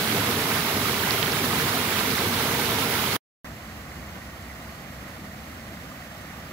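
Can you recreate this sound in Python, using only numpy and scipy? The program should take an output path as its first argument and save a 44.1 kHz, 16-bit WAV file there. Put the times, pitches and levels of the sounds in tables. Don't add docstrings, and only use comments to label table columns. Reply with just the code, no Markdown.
import sys
import numpy as np
from scipy import signal
from scipy.fft import rfft, irfft, next_fast_len
from scipy.io import wavfile
from scipy.ndimage import uniform_filter1d, map_coordinates

SR = 44100
rng = np.random.default_rng(int(sys.argv[2]) if len(sys.argv) > 2 else 0)


def master_out(mix):
    frames = np.transpose(np.atleast_2d(mix))
    ceiling = np.clip(frames, -1, 1)
    pcm = np.round(ceiling * 32767).astype(np.int16)
    wavfile.write(sys.argv[1], SR, pcm)


N = 287532

STOP_S, RESUME_S = 3.1657, 3.4452
TOP_HZ = 15750
NEAR_PLUNGE_DB, NEAR_SPRAY_DB = -30, -24
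FAR_PLUNGE_DB, FAR_SPRAY_DB = -42, -42
SPLASH_S, SPLASH_DB, SPLASH_FADE_DB = .007, -20, .8

# (frequency [Hz], relative level [dB])
NEAR_PLUNGE_COLOUR = [(25, -36), (33, -30.5), (51, -16.5), (99, -1.5), (157, -2), (187, -4), (219, 0),
                      (290, -3), (350, -7), (403, -2), (433, -5.5), (470, -2.5), (520, -12), (640, -35)]
FAR_PLUNGE_COLOUR = [(25, -31), (33, -21), (52, -6), (65, 0.5), (139, -4.5), (183, -3), (217, -2.5),
                     (272, -7), (319, -10), (429, -16.5), (520, -12), (640, -31), (900, -70)]
# (frequency [Hz], relative level [dB])
NEAR_LEFT_COLOUR = [(420, -30), (520, -13.5), (570, -4.5), (684, -3.5), (951, -3), (1310, -7), (1570, -8),
                    (1860, -11), (2160, -9.5), (2590, -13), (2970, -10.5), (3410, -11.5), (7750, -16.5),
                    (15700, -13)]
NEAR_RIGHT_COLOUR = [(420, -31.5), (520, -4), (766, -3.5), (1220, 0), (1760, -2.5), (2160, -0.1),
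                     (2510, -3), (3780, -3.5), (8110, -15), (9080, -15.5), (11200, -8), (12500, -8.5),
                     (14300, -11), (15700, -7)]
FAR_LEFT_COLOUR = [(420, -37), (520, -6), (653, -1), (802, -4), (909, -11), (1170, -4), (1470, -13.5),
                   (1910, -6), (2370, -14.5), (3010, -14), (4850, -16.5), (6900, -20.5), (8600, -22.5),
                   (11000, -21), (15700, -22.5)]
FAR_RIGHT_COLOUR = [(420, -38), (520, -3.5), (661, -1.5), (941, -5.5), (1050, -4), (1470, -2.5), (1700, -4),
                    (1930, -1), (2390, -6.5), (3650, -13), (6830, -16.5), (9600, -23), (11700, -19.5),
                    (13800, -16), (14700, -18), (15700, -23)]
# (frequency [Hz], coherence [0-1])
NEAR_COHERENCE = [(60, .995), (130, .996), (250, .99), (450, .95), (560, .82), (690, .89), (780, .82),
                  (953, .86), (1200, .73), (1660, .25), (1960, .34), (2780, .1), (9000, .1)]
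FAR_COHERENCE = [(60, .995), (300, .96), (430, .74), (560, .87), (680, .84), (953, .14), (1150, .38),
                 (1380, .08), (2030, .61), (2390, .32), (2980, .47), (9000, .1)]
# (frequency [Hz], lead [rad])
NEAR_PHASE_LEAD = [(100, 0), (480, .4), (700, .3), (1100, 1.2), (1600, .3), (2400, -.5), (4000, -2.2)]
FAR_PHASE_LEAD = [(60, 0), (500, -.3), (1000, 0), (2000, -1.1), (3300, -3.1), (5300, -9.4), (8000, -14.1),
                  (16000, -26.1)]
# (time [s], level [dB])
NEAR_SPATTER = [(0, -7.5), (.4, -11), (.6, -11.5), (.9, -10.5), (1.1, -8), (1.4, -10.5), (2.2, -9),
                (2.5, -11.5), (2.9, -10.5), (3.2, -12.5)]
# (time [s], peak level [dB], starting pitch [Hz], time to the peak [cycles])
NEAR_DROPS = [(0.3125, -12, 3800, .5), (.854, -20, 1130, 3), (1.0352, -18, 1500, 2.5),
              (1.1079, -5.5, 3950, .75), (1.1095, -17, 1200, .5), (1.1212, -14, 2000, .8),
              (1.1305, -20, 5000, 1.2), (1.2288, -2.5, 2950, .42), (1.26, -16, 3200, 1.7),
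              (1.3216, -10, 4300, .45), (1.449, -15, 5200, .8), (1.5277, -13, 2800, .7),
              (1.7515, -16, 4200, .7), (2.1825, -12, 1660, .6), (2.1908, -11, 3530, .6),
              (2.6582, -12, 3980, .6), (2.8092, -13, 4180, .6), (2.8245, -12, 12000, .5),
              (2.8998, -9.5, 12200, .5)]


def amp(db):
    return 10 ** (np.asarray(db) / 20)


def unit(x):
    return x / np.sqrt(np.mean(x ** 2) + 1e-20)


def along(points, hz):
    f, v = np.transpose(points)
    return np.interp(np.log(hz + 1), np.log(f + 1), v)


def wobble(rate):
    knots = rng.standard_normal(int(N * rate / SR) + 4)
    return map_coordinates(knots, [np.arange(N) * rate / SR])


def filtered(x, response):
    m = next_fast_len(N + 8192)
    spectrum = rfft(x, m) * response(np.fft.rfftfreq(m, 1 / SR))
    return irfft(spectrum, m)[..., :N]


def ports(pair, left, right, coherence, lead):
    def share(hz):
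        angle = np.arccos(np.clip(along(coherence, hz), 0, 1)) / 2
        return np.array([np.cos(angle), np.sin(angle)])

    def colour(hz):
        gain = amp([along(left, hz), along(right, hz)])
        return gain * np.exp(np.outer([-.5j, .5j], along(lead, hz)))

    mid, side = filtered(pair, share)
    return unit(filtered(np.array([mid + side, mid - side]), colour))


def grains(start_s, db, hz, cycles, rise, size):
    k = np.arange(size)
    turns = hz[:, None] * k / SR
    age = turns / cycles
    swell = amp(db)[:, None] * age * np.exp(1 - age)
    tone = swell * np.sin(2 * np.pi * turns * (1 + rise * age / 2))
    at = np.round(start_s * SR).astype(int)[:, None] + k
    return np.bincount(at.ravel(), tone.ravel(), N + size)[:N]


def plunge(colour, coherence, lead, unsteadiness):
    lumps = unsteadiness * amp(1.1 * wobble(24))
    return ports(lumps * rng.standard_normal((2, N)), colour, colour, coherence, lead)


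def patchy_hiss(patchy_db):
    z = signal.stft(rng.standard_normal((2, N)), nperseg=256)[2]
    field = rng.standard_normal(z.shape[1:])
    field = uniform_filter1d(field, 5, 0)
    field = uniform_filter1d(field, 8, 1)
    return signal.istft(z * amp(patchy_db * unit(field)), nperseg=256)[1][:, :N]


def shower(count, size, centre_hz, octaves, cycles):
    when = rng.random((2, count)) * (N - 1) / SR
    pitch, bulk = rng.standard_normal((2, count)), rng.standard_normal((2, count))
    hz = np.clip(centre_hz * 2 ** (octaves * pitch), 600, SR / 3)
    size_db = 5 * np.clip(bulk, -3, 2.6) - 10 * np.log10(centre_hz / hz)
    pair = [grains(s, db, f, cycles, rise=.06, size=size) for s, db, f in zip(when, size_db, hz)]
    return unit(np.array(pair))


def spray(left, right, coherence, lead, unsteadiness, patchy_db, drops_db, bubbles_db):
    drops = shower(count=14000, size=220, centre_hz=4220, octaves=1.094, cycles=.74)
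    bubbles = shower(count=1600, size=900, centre_hz=1400, octaves=.7, cycles=4)
    grainy = patchy_hiss(patchy_db) + amp(drops_db) * drops + amp(bubbles_db) * bubbles
    flicker = unsteadiness * amp(.5 * wobble(35))
    return ports(flicker * grainy, left, right, coherence, lead)


def near_drops():
    s, db, hz, cycles = np.transpose(NEAR_DROPS)
    pops = grains(s, db, hz, cycles[:, None], rise=.07, size=900)
    late, pitch, bulk = np.moveaxis(rng.random((len(s), 8, 3)), 2, 0)
    delay = .001 - SPLASH_S * np.log(1 - late)
    splash_s = s[:, None] + delay
    splash_db = db[:, None] + SPLASH_DB + 8 * bulk - SPLASH_FADE_DB * delay * 1000
    splash_hz = np.minimum(hz[:, None] * 2 ** (1.6 * pitch - .8), SR / 3)
    splash = grains(splash_s.ravel(), splash_db.ravel(), splash_hz.ravel(), .6, rise=.07, size=900)
    return (pops + splash) * amp([[-12], [0]])


def fall(plunge_db, spray_db, plunge_colour, left, right, coherence, lead,
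         unsteady_db, patchy_db, drops_db, bubbles_db):
    unsteadiness = amp(unsteady_db * wobble(12))
    low = plunge(plunge_colour, coherence, lead, unsteadiness)
    high = spray(left, right, coherence, lead, unsteadiness, patchy_db, drops_db, bubbles_db)
    return amp(plunge_db) * low + amp(spray_db) * high


def scene():
    t = np.arange(N) / SR
    near = fall(NEAR_PLUNGE_DB, NEAR_SPRAY_DB, NEAR_PLUNGE_COLOUR, NEAR_LEFT_COLOUR, NEAR_RIGHT_COLOUR,
                NEAR_COHERENCE, NEAR_PHASE_LEAD, unsteady_db=.27, patchy_db=1.06,
                drops_db=np.interp(t, *np.transpose(NEAR_SPATTER)), bubbles_db=-17)
    far = fall(FAR_PLUNGE_DB, FAR_SPRAY_DB, FAR_PLUNGE_COLOUR, FAR_LEFT_COLOUR, FAR_RIGHT_COLOUR,
               FAR_COHERENCE, FAR_PHASE_LEAD, unsteady_db=-.02, patchy_db=.57,
               drops_db=-14, bubbles_db=-17)
    fade = np.where(t < STOP_S, 1, amp(-13 - 1800 * np.abs(t - STOP_S)))
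    return near * fade + far * (t > RESUME_S) + near_drops()


def record(dry):
    return filtered(dry, lambda hz: 1 / (1 + (hz / TOP_HZ) ** 1200))


dry = scene()
out = record(dry)
master_out(out)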